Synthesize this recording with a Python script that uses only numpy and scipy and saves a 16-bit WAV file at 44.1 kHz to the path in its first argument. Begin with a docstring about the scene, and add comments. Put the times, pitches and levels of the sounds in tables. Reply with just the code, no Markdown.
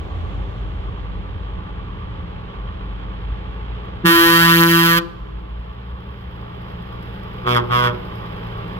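"""Lorry horns on a coast road

An old diesel lorry climbs towards you under a limestone cliff, louder and brighter as it nears.
It gives one long blast on a pair of air horns, then two toots on a lower pair. Each pair is slightly
out of tune, so it wavers. A second vehicle draws away, droning harder whenever it speeds up.
The blast pushes down an automatic volume control, which creeps back afterwards."""
import sys
import numpy as np
from scipy import signal
from scipy.fft import rfft, irfft, next_fast_len
from scipy.io import wavfile
from scipy.ndimage import uniform_filter1d

SR = 44100
rng = np.random.default_rng(int(sys.argv[2]) if len(sys.argv) > 2 else 0)


def dump_mix(stems):
    """Bounce the given channels to the path in sys.argv[1] as a 16-bit WAV at rate SR."""
    frames = np.atleast_2d(stems).T  # one column per channel
    limited = np.clip(frames, -1, 1)  # hard clip at full scale
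    pcm = np.round(limited * 32767).astype(np.int16)
    wavfile.write(sys.argv[1], SR, pcm)


N = 387638
T = np.arange(N) / SR
FFT_SIZE = next_fast_len(N, True)
HZ = np.maximum(np.arange(FFT_SIZE // 2 + 1) * SR / FFT_SIZE, 1)
CUTOFF_HZ = 15800
OPPOSED = np.array([[1], [-1]])  # plus on the left, minus on the right


def from_db(db):
    """Turn decibels into a number to multiply by."""
    return 10 ** (np.asarray(db) / 20)


def unit_power(x):
    """Scale a signal to an average power of 1."""
    return x / np.sqrt(np.mean(x ** 2) + 1e-20)


def at_hz(rows, hz):
    """Read each column of a frequency table at the given frequencies."""
    points, *columns = np.transpose(rows)
    return [np.interp(np.log(hz), np.log(points), c) for c in columns]


def filtered(x, gain):
    """Turn each frequency up or down by its own gain."""
    return irfft(rfft(x, FFT_SIZE) * gain, FFT_SIZE)[..., :N]


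def drift(rate_hz):
    """A random wobble, about 1 in size."""
    return unit_power(filtered(rng.standard_normal(N), 1 / (1 + (HZ / rate_hz) ** 2)))


def noise(colour, spread):
    """Shaped stereo noise; spread makes left and right differ, least in the bass."""
    mid, side = rfft(rng.standard_normal((2, FFT_SIZE)))
    stereo = mid + spread * HZ / (HZ + 100) * side * OPPOSED
    return unit_power(irfft(stereo * from_db(at_hz(colour, HZ)[0]), FFT_SIZE)[:, :N])


def turns(rate_hz, zero_at_s):
    """Count cycles from a given moment."""
    count = np.cumsum(rate_hz) / SR
    return count - np.interp(zero_at_s, T, count)


# How fast the second vehicle's engine fires: time_s, firing_hz
FAR_ENGINE_SPEED = [(0, 51.5), (2.85, 50.5), (3.9, 57), (5.1, 50.5), (5.9, 61.6), (6.5, 62.5), (8, 57),
                    (8.79, 54)]
# The tone of its low rumble: frequency_hz, level_db
RUMBLE_COLOUR = [(15, -35.5), (30, -2.5), (45, 0), (80, 11.5), (110, 3), (170, -15), (300, -10.5),
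                 (900, -69)]
# The tone of its tyres on the road: frequency_hz, level_db
TYRE_COLOUR = [(100, -10), (300, 0), (750, -2.5), (1500, -18), (3500, -17.5), (5000, -33.5), (7700, -38),
               (9200, -58), (12000, -44.5), (15500, -49.5)]
def far_vehicle():
    """A vehicle draws away: tyres fade first, then rumble; the drone lasts and swells as it speeds up."""
    firing_hz = np.interp(T, *np.transpose(FAR_ENGINE_SPEED))
    nearest_s, passing_s = 0.14, 0.79
    doublings = np.log2(np.hypot(1, (T - nearest_s) / passing_s))  # of its distance
    effort_db = 0.66 * uniform_filter1d(np.gradient(firing_hz, T), size=SR // 3)
    drone_db = -30.5 - 1.68 * doublings + effort_db + 3.4 * drift(9.3)
    drone = np.sqrt(2) * np.sin(2 * np.pi * turns(firing_hz, 0)) * from_db(drone_db)
    rumble = noise(RUMBLE_COLOUR, spread=0.79) * from_db(-29.5 - 3 * doublings + 0.5 * drift(5.0))
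    tyres = noise(TYRE_COLOUR, spread=0.89) * from_db(-41 - 15 * doublings)
    return drone + rumble + tyres


# The tones in the lorry's exhaust note: waves_per_engine_cycle, level_db
EXHAUST_TONES = [(4, -11.5), (6, -29.5), (9, -18.5), (12, -2.5), (18, -6.5), (20, -8), (26, -23.5),
                 (32, -20), (42, -16), (44, -25.5), (66, -13), (88, -16.5)]
# The tone of the diesel clatter: frequency_hz, level_db
CLATTER_COLOUR = [(60, -2.5), (160, 9.5), (280, -1.5), (440, 4), (620, -2), (830, 0.5), (960, -0.5),
                  (1170, -0.5), (1500, -4), (2200, -9), (3200, -8), (4400, -22.5), (6200, -41), (7700, -42),
                  (9200, -62.5)]
# The engine block ringing under one loud cylinder: frequency_hz, level_db
BLOCK_COLOUR = [(600, -48.5), (1050, 2), (1170, 9.5), (1320, -24.5), (2900, -28.5), (3250, -15.5),
                (3600, -49.5), (6000, -85)]
# The tone of the engine's hiss and tick: frequency_hz, level_db
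HISS_COLOUR = [(3000, -22.5), (5000, 7), (6400, -24), (7800, -13.5), (9200, -17.5), (10500, -8.5),
               (12200, -2.5), (15500, -8.5)]
def lorry_engine():
    """Six cylinders hum, clatter and hiss, with one tick per cycle; all grow as the lorry nears."""
    start_hz, cruise_hz, settle_s = 56.2, 58.73, 1.6
    sag_hz = 2.2 * np.maximum(T - 7.75, 0)  # the driver eases off
    firing_hz = cruise_hz + (start_hz - cruise_hz) * np.exp(-T / settle_s) - sag_hz
    cycle = turns(firing_hz / 6 * (1 + .003 * drift(4)), zero_at_s=6.209)
    knock = np.cos(2 * np.pi * 6 * cycle)  # peaks at every firing
    loud_cylinder = np.cos(2 * np.pi * cycle)

    start_m, speed_m_per_s, full_treble_m = 78.5, 5.4, 39.7
    distance_m = np.maximum(start_m - speed_m_per_s * T, 1)
    halvings = np.log2(start_m / distance_m)
    near_db = 4 * halvings
    # Air takes most from the treble, so the treble grows fastest.
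    treble_db = 24.5 * np.log2(start_m / np.maximum(distance_m, full_treble_m))

    note = sum(from_db(db + 2.2 * drift(8.1)) * np.sin(2 * np.pi * (round(waves) * cycle + rng.random()))
               for waves, db in EXHAUST_TONES)
    exhaust = np.sqrt(2) * from_db(-39 + 5 * halvings) * note
    clatter = noise(CLATTER_COLOUR, spread=0.51)
    clatter *= from_db(-39.5 + near_db + 0.92 * knock + 0.52 * drift(23))
    block = noise(BLOCK_COLOUR, spread=0.33)
    block *= from_db(-49 + near_db + 2.2 * loud_cylinder + 3.2 * drift(6.5))
    hiss = noise(HISS_COLOUR, spread=1.0) * from_db(-86 + treble_db + 1.6 * knock + 1.4 * drift(15))
    tick = noise(HISS_COLOUR, spread=.5) * from_db(-78.5 + treble_db + 3 * drift(5.4))
    tick *= np.exp(-(cycle % 1) / 0.084)
    return exhaust + clatter + block + hiss + tick


# What the hillside throws back: frequency_hz, gain_db
ECHO_COLOUR = [(100, -9), (340, 15), (520, 6.5), (1000, 3.5), (1700, -8), (4000, -8), (9000, -15.5),
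               (15000, -30.5)]
def hillside(x):
    """A short echo from the wall and slope close by, and a faint long one from the cliff."""
    t = T[:2 * SR]
    echo = 0
    for level_db, fade_s in ((-11, 0.38), (-23, 1.4)):
        tail = rng.standard_normal((2, len(t))) * from_db(-60 * t / fade_s) * (t > .012)
        echo = echo + from_db(level_db) * tail / np.sqrt(np.sum(tail ** 2) / 2)
    return signal.fftconvolve(filtered(x, from_db(at_hz(ECHO_COLOUR, HZ)[0])), echo, axes=1)[:, :N]


def gusts(t, rate_hz):
    """Moving air sways a wave's level and timing at random, differently on each side."""
    knots = np.arange(0, T[-1], 1 / rate_hz)
    return np.array([np.interp(t, knots, a + 1j * b) for a, b in rng.standard_normal((2, 2, len(knots)))])


def pulse_shape(tone, hz, bounce):
    """Gain and phase of each harmonic: a sharp, ringing pulse, bouncing between horn mouth and cab."""
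    gain = from_db(at_hz(tone, hz)[0])
    log_gain = np.log(np.r_[gain[0] / 2, gain, gain[-2::-1]])
    phase = -signal.hilbert(log_gain).imag[1:len(hz) + 1]  # packs the energy at the pulse's front
    for delay_s in (.00028, .00085):
        delayed = np.exp(-2j * np.pi * hz * delay_s)
        phase = phase + np.angle((delayed - bounce) / (1 - bounce * delayed))
    return gain, phase


def horn(tone, start_s, stop_s, pitch_hz, in_step_s,
         sharp_hz, rise_s, fall_s, bounce, end_bend_hz, squawk_db, scatter):
    """Air shakes a thin metal disc; low harmonics start first and end last, high ones need pressure."""
    live = (T > start_s - .04) & (T < stop_s + .18)
    t = T[live]
    pressure = np.exp(-np.maximum(t - stop_s, 0) / fall_s) / (1 + np.exp((start_s - t) / rise_s))
    # At half pressure the disc chatters, on opening and again on closing.
    opening = np.exp(-((T - start_s + 0.0028) / 0.026) ** 2)
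    closing = np.exp(-((T - stop_s) / 0.028) ** 2)
    chatter_hz = 2.0 * (opening + closing) * drift(110)
    onset_hz = sharp_hz * np.exp(-np.maximum(T - start_s, 0) / 0.082)
    release_hz = end_bend_hz * (1 - np.exp(-np.maximum(T - stop_s + 0.025, 0) / fall_s))
    cycles = turns(pitch_hz + onset_hz + release_hz + chatter_hz, in_step_s)
    lowest_wave = np.exp(2j * np.pi * cycles[live])
    harmonics_hz = pitch_hz * np.arange(1, int(CUTOFF_HZ / pitch_hz) + 1)
    gains, phases = pulse_shape(tone, harmonics_hz, bounce)
    out, wave = np.zeros((2, N)), 1
    for hz, gain, phase in zip(harmonics_hz, gains, phases):
        wave = wave * lowest_wave  # step up to the next harmonic
        swell = pressure ** (0.38 + np.sqrt(hz / 1300))
        squawk = 1 + (from_db(squawk_db) - 1) * np.exp(-np.log2(hz / 1700) ** 2 / 0.03) * closing[live]
        air = 1 + scatter * hz / (hz + 5000) * gusts(t, rate_hz=14)  # ruffles short waves most
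        out[:, live] += gain * swell * squawk * (air * wave * np.exp(1j * phase)).real
    return np.sqrt(2) * out


def horn_pair(tones, openings, rasp_db, **voice):
    """Two horns on one valve: their pulses slide past each other, so each harmonic wavers in level."""
    first_tone, twin_tone = np.array(tones)[:, :2], np.array(tones)[:, ::2]
    out = np.zeros((2, N))
    for start_s, stop_s, pitch_hz, offset_hz, in_step_s, late_s, level_db in openings:
        first = horn(first_tone, start_s, stop_s, pitch_hz, in_step_s, **voice)
        twin = horn(twin_tone, start_s + late_s, stop_s, pitch_hz + offset_hz, in_step_s, **voice)
        out += from_db(level_db) * (first + twin)
    # Swirls in the air jet roughen the upper harmonics.
    return out + from_db(rasp_db) * filtered(out, HZ / (HZ + 5000)) * drift(370)


# The tone of the low horns: frequency_hz, first_horn_db, twin_horn_db
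LOW_HORN_TONES = [(122, -26.5, -37.5), (250, -38.5, -48), (359, -27.5, -31.5), (561, -37.5, -38.5),
                  (825, -36.5, -33.5), (1192, -22, -28.5), (1696, -40, -37), (2910, -43.5, -46.5),
                  (3280, -35.5, -47.5), (3930, -52.5, -55), (5300, -64, -51.5), (6260, -70.5, -68),
                  (9400, -75, -72), (12660, -60, -74), (15500, -74, -80)]
# When their air valve opens; at in_step_s the two horns pulse together:
# start_s, stop_s, pitch_hz, twin_offset_hz, in_step_s, twin_late_s, level_db
TOOT_OPENINGS = [(7.461, 7.578, 121.9, -0.29, 7.335, 0.0036, 1.3),
                 (7.706, 7.875, 122.5, -0.493, 7.35, 0.0033, 0.64)]
def short_toots():
    """Two quick puffs of air sound the low horns, which squawk as the valve shuts."""
    return horn_pair(LOW_HORN_TONES, TOOT_OPENINGS, rasp_db=-7.5, sharp_hz=0.33, rise_s=0.0084,
                     fall_s=0.035, bounce=0.3, end_bend_hz=-1.94, squawk_db=6.0, scatter=1.0)


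def blurt(openings):
    """Just before the disc slaps its seat it swings freely, a little sharp, on two low harmonics."""
    lead_s, length_s, sharp_hz = 0.0016, 0.01, 6.3
    out = np.zeros(N)
    for start_s, _, pitch_hz, *_ in openings:
        age_s = T - start_s + lead_s
        swing = 2 * np.pi * (pitch_hz + sharp_hz) * age_s
        out += from_db(-16) * np.exp(-(age_s / length_s) ** 2) * (np.sin(swing) + np.sin(2 * swing))
    return out


# The tone of the high horns: frequency_hz, first_horn_db, twin_horn_db
HIGH_HORN_TONES = [(168, -23.3, -23.7), (336, -25, -31.5), (504, -38.5, -43), (672, -42, -44),
                   (1050, -24, -28), (1850, -23, -27), (2050, -35, -40), (3150, -29, -35.5),
                   (3600, -37, -41), (4250, -35.5, -40.5), (6300, -48, -53), (9300, -52, -56),
                   (11200, -45, -49), (12100, -37, -41), (15500, -48, -53)]
# When their air valve opens: start_s, stop_s, pitch_hz, twin_offset_hz, in_step_s, twin_late_s, level_db
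BLAST_OPENINGS = [(4.054, 4.985, 167.75, 1.0, 4.635, .035, 6)]
def long_blast():
    """The valve is held open: the high horns start with a blurt, then blare."""
    blare = horn_pair(HIGH_HORN_TONES, BLAST_OPENINGS, rasp_db=-10.5, sharp_hz=0.54, rise_s=0.005,
                      fall_s=0.014, bounce=0.35, end_bend_hz=2.9, squawk_db=-4.0, scatter=0.84)
    return blurt(BLAST_OPENINGS) + blare


def scene():
    """Horns and their echoes, over the two vehicles."""
    horns = long_blast() + short_toots()
    return horns + hillside(horns) + lorry_engine() + far_vehicle()


# How the two microphones differ: frequency_hz, left_minus_right_db, right_lag_radians
MICROPHONE_PAIR = [(100, 0, .2), (280, 0, 0.13), (549, -5, 0.77), (677.6, 0.5, 3.6), (798, 5.5, 1.9),
                   (1060, -3.5, 1.83), (1250, 4, 1.81), (2350, -10.5, 2.02), (2640, -2.5, 4.4),
                   (2900, -3.5, 3.87), (3515, -31, 5.6), (3590, -2, 8.2), (4470, -0.5, 9.28),
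                   (6450, 14.5, 11.1), (8700, 10, 16), (13230, -3, 23.1), (15500, 24.5, 68)]
def microphones(x):
    """Left and right each colour the sound in their own way, and the right lags behind."""
    balance_db, lag = at_hz(MICROPHONE_PAIR, HZ)
    gains = from_db(balance_db * OPPOSED / 2)
    gains = gains / np.sqrt(np.mean(gains ** 2, axis=0))
    return filtered(x, gains * np.exp(-1j * lag * np.arange(2)[:, None]))


def volume_control(x, limit_db, recover_db_per_s):
    """Loud sound pulls the volume down at once; it returns slowly."""
    power = uniform_filter1d(np.mean(x ** 2, axis=0), size=530)
    excess_db = np.maximum(10 * np.log10(np.maximum(power, 1e-12)) - limit_db, 0)
    recovery_db = recover_db_per_s * T
    cut_db = np.maximum.accumulate(excess_db + recovery_db) - recovery_db
    return x * from_db(-uniform_filter1d(cut_db, size=200))


def record(dry):
    """Pick up the sound, control its volume, clip the peaks and cut the highest treble."""
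    held = volume_control(microphones(dry), limit_db=-9.5, recover_db_per_s=2.5)
    clipped = np.clip(held, -.95, .95)
    return filtered(clipped, 1 / np.sqrt(1 + (HZ / CUTOFF_HZ) ** 300))


dry = scene()
out = record(dry)
dump_mix(out)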